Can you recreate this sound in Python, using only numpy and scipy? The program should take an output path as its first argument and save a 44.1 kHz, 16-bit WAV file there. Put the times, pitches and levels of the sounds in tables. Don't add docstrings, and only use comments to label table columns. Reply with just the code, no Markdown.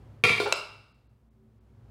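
import sys
import numpy as np
from scipy import signal
from scipy.fft import rfft, irfft
from scipy.io import wavfile

SR = 44100
rng = np.random.default_rng(int(sys.argv[2]) if len(sys.argv) > 2 else 0)


def to_wav(s):
    ch = np.atleast_2d(s).T
    pcm = np.round(np.clip(ch, -1, 1) * 32767)
    wavfile.write(sys.argv[1], SR, pcm.astype(np.int16))


def invert_db(level):
    return 10 ** (np.asarray(level, dtype=float) / 20)


N = 83790

# t/s, level/dB, rattle length/s, room level/dB
SNAP_BLOWS = [(.2378, -20.5, .001, -6), (.2388, -9.5, .001, -1), (.2418, -14, .002, -4.5),
              (.2447, -22.5, .002, -8.5), (.2510, -15.5, .002, -7), (.2555, -22, 0.0014, -11.5),
              (.2682, -18, .003, -4.5), (.2760, -26, 0.0014, -9), (.2860, -23, 0.0034, 12.5),
              (.2932, -16.5, 0.0026, -5), (.3060, -29.5, .003, -6.5), (.3806, -22, .003, -12)]
# f/Hz, level/dB, T60/s
SNAP_MODES = [(480.6, -11.5, .08), (754, -17.5, 0.039), (1170, -14, 0.085), (1400, -11, 0.067),
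              (2287, -6, 0.037), (2335, -4, 0.1), (2408, -2.5, 0.061), (2592, -7.5, 0.037),
              (2710, -10, 0.056), (3208, -3, 0.02), (3600, -6, .01), (4600, -8.5, 0.011),
              (5900, -11.5, 0.0034), (10250, -18, .012)]


def snap():
    return blows(SNAP_BLOWS, SNAP_MODES, low_hz=300, crack_db=-10, longest_s=.13)


# t/s, level/dB, T60/s
FIZZ_OUTBREAKS = [
    (.240, -38, 1),
    (.400, -42.5, 0.46),
    (.530, -45, 0.36),
]
# f/Hz, level/dB
FIZZ_COLOUR = [(2000, -22), (3500, 6), (4600, 5), (6500, -10.5), (8500, -7.5), (10500, -11), (12000, -21),
               (16000, -20.5)]


def fizz():
    per_s, spread_db = 14000, 1.5
    t = np.arange(N) / SR
    size = invert_db(spread_db * np.minimum(rng.exponential(1, N), 2))
    sparks = rng.standard_normal(N) * size * (rng.random(N) < per_s / SR)
    colour = invert_db(read(FIZZ_COLOUR, np.fft.rfftfreq(N, 1 / SR)))
    sparks = evened(irfft(rfft(sparks) * colour, N))
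    envelope = sum((t > s) * invert_db(level_db - 60 * abs(t - s) / t60) for s, level_db, t60 in FIZZ_OUTBREAKS)
    return sparks * envelope


# t/s, level/dB, rattle length/s, room level/dB
CLACK_BLOWS = [
    (.5244, -5.5, .0006, -18),
    (.5248, -13, 0.0008, -5.5),
    (.5256, -7, .0006, -9),
    (.5269, -20, .0006, -4),
    (.5277, -21.5, .0006, -9.5),
    (.5420, -40, .004, -16.5),
    (.5670, -26.5, 0.015, -21.5),
]
# f/Hz, level/dB, T60/s
CLACK_MODES = [(653, -7.5, 0.024), (1144, -16.5, 0.007), (1350, 1.5, .009), (2310, -6, 0.014),
               (2714, 1, 0.024), (3981, 0, 0.0067), (4973, 2, 0.0064), (6400, -5.5, 0.0041),
               (7540, -6, 0.0057), (8700, -17.5, 0.00633), (12800, -27.5, 0.0036)]


def clack():
    return blows(CLACK_BLOWS, CLACK_MODES, low_hz=450, crack_db=-14, longest_s=.02)


# t/s, level/dB, rattle length/s, room level/dB
KNOCK_BLOWS = [
    (.2495, -27.5, 0.00071, -10),
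    (.4015, -18.5, .0006, -3.5),
    (.4535, -29.5, 0.00078, -12.5),
]
# f/Hz, level/dB, T60/s
KNOCK_MODES = [(418, -6.5, 0.26), (490, -10, .06), (670, -7.5, 0.02), (980, -11, 0.017), (1402, -16, 0.21),
               (3670, -14, .008), (4970, -27, .008), (8830, -32, .004)]


def knock():
    return blows(KNOCK_BLOWS, KNOCK_MODES, low_hz=330, crack_db=-30, longest_s=.14)


# t/s, level/dB, rattle length/s, room level/dB
SCUFF_BLOWS = [
    (.4590, -24, .003, -6),
    (.4625, -22, .003, -9.5),
    (.4680, -18.5, 0.012, -2),
    (.4750, -24.5, 0.00067, -4.5),
]
# f/Hz, level/dB, T60/s
SCUFF_MODES = [(558.6, -4, 0.063), (876, -3.5, 0.041), (1000, -6.5, 0.018), (1220, -6.5, 0.022),
               (1322, -10, 0.02066), (2739, -7, 0.013), (4120, -19.5, 0.0047), (5200, -21.5, .008)]


def scuff():
    return blows(SCUFF_BLOWS, SCUFF_MODES, low_hz=400, crack_db=-34, longest_s=.03)


# t/s, level/dB, rattle length/s, room level/dB
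THUMP_BLOWS = [
    (.2385, -33.5, .004, -4),
    (.3000, -33.5, .006, -4.5),
    (.5560, -58, .006, 5.5),
]
# f/Hz, level/dB, T60/s
THUMP_MODES = [(113.4, -2, 0.18), (150.9, -1.5, 0.11), (202, -8, 0.2), (269, -11, 0.032)]


def thump():
    return blows(THUMP_BLOWS, THUMP_MODES, low_hz=85, crack_db=-60, longest_s=.3)


def blows(events, modes, low_hz, crack_db, longest_s):
    damped_hz, damped_t60, contact_s, clicks_per_s = 3000, .014, .00005, 1800
    t, u = np.arange(SR // 3) / SR, np.arange(SR // 40) / SR
    ring = np.zeros(len(t))
    for hz, level_db, t60 in modes:
        decay_s = min(t60, longest_s if hz < damped_hz else damped_t60)
        ring += invert_db(level_db - 60 * t / decay_s) * np.sin(2 * np.pi * hz * t)
    ring *= 1 - np.exp(-t / contact_s)
    ring[1] += invert_db(crack_db)
    ring = signal.sosfilt(signal.butter(3, low_hz, "high", fs=SR, output="sos"), ring)
    ring /= abs(ring).max()

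    drive = np.zeros(N + SR)
    for s, level_db, length, room_db in events:
        clicks = rng.standard_normal(len(u)) * (rng.random(len(u)) < clicks_per_s / SR)
        clicks[0] = 1.6 * rng.choice([-1, 1])
        clicks = clicks * np.exp(-(u / length) ** 2)
        at = round(s * SR)
        drive[at:at + len(u)] += clicks * invert_db(level_db) / np.linalg.norm(clicks)
        drive[at:at + SR] += room() * invert_db(level_db + room_db)
    return signal.fftconvolve(drive[:N], ring)[:N]


# f/Hz, T60/s
ROOM_DECAY = [(120, 0.76), (400, .55), (1200, 0.71), (2600, 0.66), (5000, 0.58), (9000, 0.31),
              (14000, 0.29)]


def room():
    spacing, gap_s = 12, .0043
    taps = np.zeros(SR)
    at = np.arange(0, SR - spacing, spacing)
    taps[at + rng.integers(0, spacing, len(at))] = rng.choice([-1., 1.], len(at))
    hz, t, z = signal.stft(taps, SR, nperseg=256)
    decay = invert_db(-60 * t / read(ROOM_DECAY, hz)[:, None])
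    tail = signal.istft(z * decay, SR, nperseg=256)[1][:SR]
    tail = tail * np.clip(np.arange(SR) / SR / gap_s - .5, 0, 1)
    return tail / np.linalg.norm(tail)


# f/Hz, bandwidth/Hz, level/dB, time of maximum/s, swell width/s
HUM_TONES = [(59, 7, -61.5, 1.4, 5), (104.95, 15, -62, 1.3, 3), (128, 16, -66.5, 0.78, 4),
             (222, 10, -64, 1.5, 0.27), (382.2, 8.9, -71.5, 1.472, 0.266)]


def hum():
    hz, t, out = np.fft.rfftfreq(N, 1 / SR), np.arange(N) / SR, np.zeros(N)
    for centre_hz, width, level_db, top, spread in HUM_TONES:
        z = rfft(rng.standard_normal(N)) / (1 + (2 * (hz - centre_hz) / width) ** 2)
        out += invert_db(level_db) * evened(irfft(z, N)) * np.exp(-((t - top) / spread) ** 2)
    return out


# f/Hz, level/dB (per Hz)
AIR_COLOUR = [(15, -47), (25, -21.5), (64, -2.5), (185, -11), (223, -7.5), (317, -14.5), (1100, -26),
              (1520, -30.5), (16000, -57.5)]


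def air():
    hz = np.fft.rfftfreq(N, 1 / SR)
    z = rfft(rng.standard_normal(N)) * invert_db(read(AIR_COLOUR, hz)) * (hz > 20)
    return invert_db(-65) * evened(irfft(z, N))


def evened(x):
    return x / np.sqrt(np.mean(x ** 2) + 1e-20)


def read(points, hz):
    f, value = np.transpose(points)
    return np.interp(np.log(hz + 1), np.log(f + 1), value)


def scene():
    hits = snap() + thump() + knock() + scuff() + clack()
    return (hits + fizz() + air() + hum())[None]


# t/s, gain/dB
GAIN_RIDE = [(0, 10), (.17, 9), (.23, 6), (.3, 4.5), (0.601, 0.5), (.95, -1.5), (1.299, -4), (1.6, -1),
             (1.9, 6)]


def gain_ride(dry):
    s, gain_db = np.transpose(GAIN_RIDE)
    return dry * invert_db(np.interp(np.arange(N) / SR, s, gain_db))


# t/s, length/s, highest kept f/Hz
DROPOUTS = [
    (.468, .012, 8200),
    (.548, .014, 8200),
    (.935, .014, 5200),
    (1.085, .014, 5200),
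    (1.298, .014, 4200),
    (1.598, .014, 5200),
]


def starved(x):
    t = np.arange(N) / SR
    for s, length, keep_hz in DROPOUTS:
        low = signal.oaconvolve(x, signal.firwin(101, keep_hz, fs=SR)[None], "same")
        share = np.clip(2.5 - 4 * abs(t - s) / length, 0, 1)
        x = x + share * (low - x)
    return x


def roll_off(x):
    return signal.sosfilt(signal.butter(12, 16640, fs=SR, output="sos"), x)


def record(dry):
    limit, rumble_cut_hz, hiss_db, edge_hz = .8, 55, -88.5, 15900
    x = limit * np.tanh(gain_ride(dry) / limit)
    x = signal.sosfilt(signal.butter(2, rumble_cut_hz, "high", fs=SR, output="sos"), x)
    x = x + invert_db(hiss_db) * rng.standard_normal(N)
    band_limit = signal.firwin(255, edge_hz, window=("kaiser", 5), fs=SR)
    x = signal.oaconvolve(x, band_limit[None], "same")
    mix = starved(x)
    return roll_off(mix)


dry = scene()
out = record(dry)
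to_wav(out)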